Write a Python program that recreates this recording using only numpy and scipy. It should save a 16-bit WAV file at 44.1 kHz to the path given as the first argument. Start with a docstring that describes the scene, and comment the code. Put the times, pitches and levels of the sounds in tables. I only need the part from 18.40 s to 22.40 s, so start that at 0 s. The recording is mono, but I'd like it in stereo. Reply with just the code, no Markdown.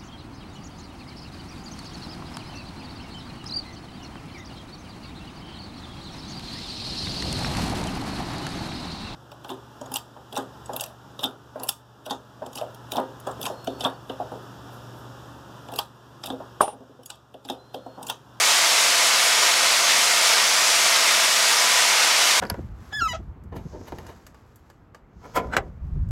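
"""A steady rushing hiss, close up: a small coin circling fast on its edge, deep in the throat of a
funnel-shaped well. Its rim strikes thousands of tiny bumps a second, which merge into the hiss and
keep the funnel wall ringing; one resonance sings out now and then as a faint note.
One close microphone, with a faint low rumble of the room behind."""
import sys
import numpy as np
from scipy import signal
from scipy.fft import rfft, irfft
from scipy.io import wavfile
from scipy.ndimage import uniform_filter1d

SR = 44100
rng = np.random.default_rng(int(sys.argv[2]) if len(sys.argv) > 2 else 0)


def waveform_to_disk(signal):
    """Save audio, clipped to [-1, 1], as 16-bit WAV at the path in sys.argv[1]."""
    frames = np.transpose(np.atleast_2d(signal))
    scaled = np.clip(frames, -1, 1) * 32767
    samples = np.round(scaled).astype(np.int16)
    wavfile.write(sys.argv[1], SR, samples)


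N = 176400
TIME = np.arange(N) / SR
HZ = np.fft.rfftfreq(2 * N, 1 / SR)

# Small swells of the hiss as the coin goes round: time_s, body_gain_db, treble_gain_db
HISS_SWELLS = [(0.0, -0.5, 0.9), (0.38, -0.4, 0.9), (0.61, -0.9, 0.3), (0.67, -0.5, 2), (0.73, -0.4, -1),
               (0.87, 0, 1.5), (0.93, -1, -0.8), (1.04, 0.4, 0.8), (1.1, -0.5, -0.5), (1.36, 0.1, -0.2),
               (1.42, -1.4, -0.5), (1.51, 1, -0.4), (1.65, -1, 1), (1.74, -0.8, 0), (1.89, 0.8, 1.5),
               (1.97, 0.5, -0.7), (2.09, -1, -0.4), (2.41, -0.5, 1.1), (2.64, 0.1, -0.7), (2.96, -0.5, 0.4),
               (3.28, 0, 0), (3.31, 0.7, 1), (3.48, -0.2, -0.4), (3.77, 0.1, -1.3), (3.86, 0, 1),
               (4.0, -0.2, -1.2)]
# Broad colour of the coin on the wall, from close by: frequency_hz, gain_db
WALL_COLOUR = [(60, -37), (150, -28.5), (200, -18.5), (330, -15.5), (450, -10), (620, -1.5), (1200, -1.7),
               (1700, -1.07), (2150, 0.0), (2800, -1.65), (4000, -2.0), (5200, -1.5), (6700, -3.5),
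               (7600, -6), (10000, -11), (12000, -15.5), (14000, -23), (15700, -27.5)]
# Funnel resonances that stand out of that colour: pitch_hz, width_hz, gain_db
FUNNEL_MODES = [(671, 16, 4), (700, 20, 4.2), (885, 18, 3), (1152, 26, 3.5), (1228, 30, 3.5), (1507, 13, 3),
                (1862, 26, 2.5), (2131, 22, 3.5), (2273, 13, 4), (2672, 24, 2.5), (2923, 20, 3.5),
                (3452, 36, 3), (4964, 26, 3), (5473, 22, 3)]
# Bands where the funnel radiates weakly: centre_hz, width_hz, gain_db
FUNNEL_HOLLOWS = [(583, 25, -3.5), (767, 150, -3.5), (1085, 30, -3.5), (1705, 70, -3), (2740, 50, -2)]
# Rise and fall of the one singing resonance: time_s, level_db
SINGING_LEVELS = [(0, -42), (1.2, -41), (2.0, -45), (2.42, -40), (3.15, -44), (3.22, -34), (3.37, -35),
                  (3.46, -42), (4, -42)]
# Colour of the room tone: frequency_hz, gain_db
RUMBLE_COLOUR = [(10, -19), (30, -4.5), (45, -2.5), (75, -12), (100, -1.5), (140, -6), (250, -28),
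                 (1000, -40)]


def rolling_coin(impacts, level_db=-18, split_hz=5500):
    """The rim's impacts heard through the funnel; body and treble swell a little as the coin circles."""
    time_s, body_db, treble_db = np.transpose(HISS_SWELLS)
    funnel = funnel_response()
    lowpass = 1 / (1 + (HZ / split_hz) ** 4)
    body = filtered(impacts, funnel * lowpass) * amp(np.interp(TIME, time_s, body_db))
    treble = filtered(impacts, funnel * (1 - lowpass)) * amp(np.interp(TIME, time_s, treble_db))
    return amp(level_db) * unit_rms(body + treble)


def rim_impacts(bumps_per_s=16000, spread_db=2, judder_db=0.31, judder_hz=25):
    """The rim strikes dense tiny bumps of uneven strength, under a slightly juddering contact force."""
    hits = rng.random(2 * N) < bumps_per_s / SR
    strength = amp(spread_db * rng.standard_normal(2 * N)) * rng.choice([-1, 1], 2 * N)
    judder = unit_rms(irfft(rfft(rng.standard_normal(2 * N)) / (1 + (HZ / judder_hz) ** 2)))
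    return hits * strength * amp(judder_db * judder)


def coin_travel(impacts, shimmer_db=1.75, patch_s=0.08, patch_hz=45, half_depth_hz=700):
    """Moving along the wall, the coin feeds now these modes, now those: a random shimmer."""
    frames = dict(fs=SR, nperseg=2048, noverlap=1536)
    hz, time_s, spectra = signal.stft(impacts, **frames)
    patches = rng.standard_normal(spectra.shape[::-1])
    for axis, span in enumerate([patch_s / time_s[1], patch_hz / hz[1]]):
        patches = uniform_filter1d(patches, max(round(span), 1), axis)
    depth_db = shimmer_db * hz / (hz + half_depth_hz)  # shallower in the bass
    gain = amp(depth_db * unit_rms(patches))
    gain /= amp(np.log(10) / 20 * depth_db ** 2)  # keeps the mean power
    return signal.istft(spectra * gain.T, **frames)[1][:len(impacts)]


def funnel_response(ring_s=0.024, ripple_db=1.1, ripple_half_hz=9000):
    """The wall's gain by frequency: broad colour, resonances, hollows and a ripple of many weak modes."""
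    gain_db = along_hz(WALL_COLOUR)
    for centre_hz, width_hz, peak_db in FUNNEL_MODES + FUNNEL_HOLLOWS:
        gain_db += peak_db / (1 + (2 * (HZ - centre_hz) / width_hz) ** 2)
    age_squared = (TIME / ring_s) ** 2
    weak_ringing = rng.standard_normal(N) * age_squared * np.exp(-age_squared)
    ripple = unit_rms(rfft(weak_ringing, 2 * N).real)
    return amp(gain_db + ripple_db * ripple / (1 + (HZ / ripple_half_hz) ** 2))


def singing_mode(impacts, pitch_hz=1007, width_hz=7, evenness=0.95):
    """The rim keeps one narrow resonance of the funnel sounding, as a faint wavering note."""
    resonance = 1 / (1 + 1j * (HZ - pitch_hz) / width_hz) ** 2
    ring = signal.hilbert(filtered(impacts, resonance))
    note = ring.real / (abs(ring) + 1e-12) ** evenness  # flattens most of the chance swells
    return unit_rms(note) * amp(np.interp(TIME, *np.transpose(SINGING_LEVELS)))


def room_rumble(level_db=-61.5):
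    """Room tone: steady low noise, far below the coin in level."""
    rumble = filtered(rng.standard_normal(2 * N), amp(along_hz(RUMBLE_COLOUR)))
    return amp(level_db) * unit_rms(rumble)


def amp(db):
    """Decibels to gain."""
    return 10 ** (np.asarray(db) / 20)


def unit_rms(x):
    """Scales to an rms of 1."""
    return x / np.sqrt(np.mean(x ** 2) + 1e-20)


def along_hz(points):
    """Reads a table of frequency_hz, gain_db on a log-frequency axis."""
    hz, gain_db = np.transpose(points)
    return np.interp(np.log(HZ + 1), np.log(hz + 1), gain_db)


def filtered(x, gain):
    """Filters a double-length signal and keeps its settled middle."""
    return irfft(rfft(x) * gain)[N // 2:][:N]


def scene():
    """Coin, funnel and room at one close microphone, alike in both channels."""
    hiss = rolling_coin(coin_travel(rim_impacts()))
    mono = hiss + singing_mode(rim_impacts()) + room_rumble()
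    return np.array([mono, mono])


def record(dry):
    """The recorder cuts the treble steeply at its band limit."""
    band_limit_hz = 15850
    lowpass = signal.firwin(511, band_limit_hz, window=("kaiser", 9), fs=SR)
    return signal.oaconvolve(dry, lowpass[None], "same")


dry = scene()
out = record(dry)
waveform_to_disk(out)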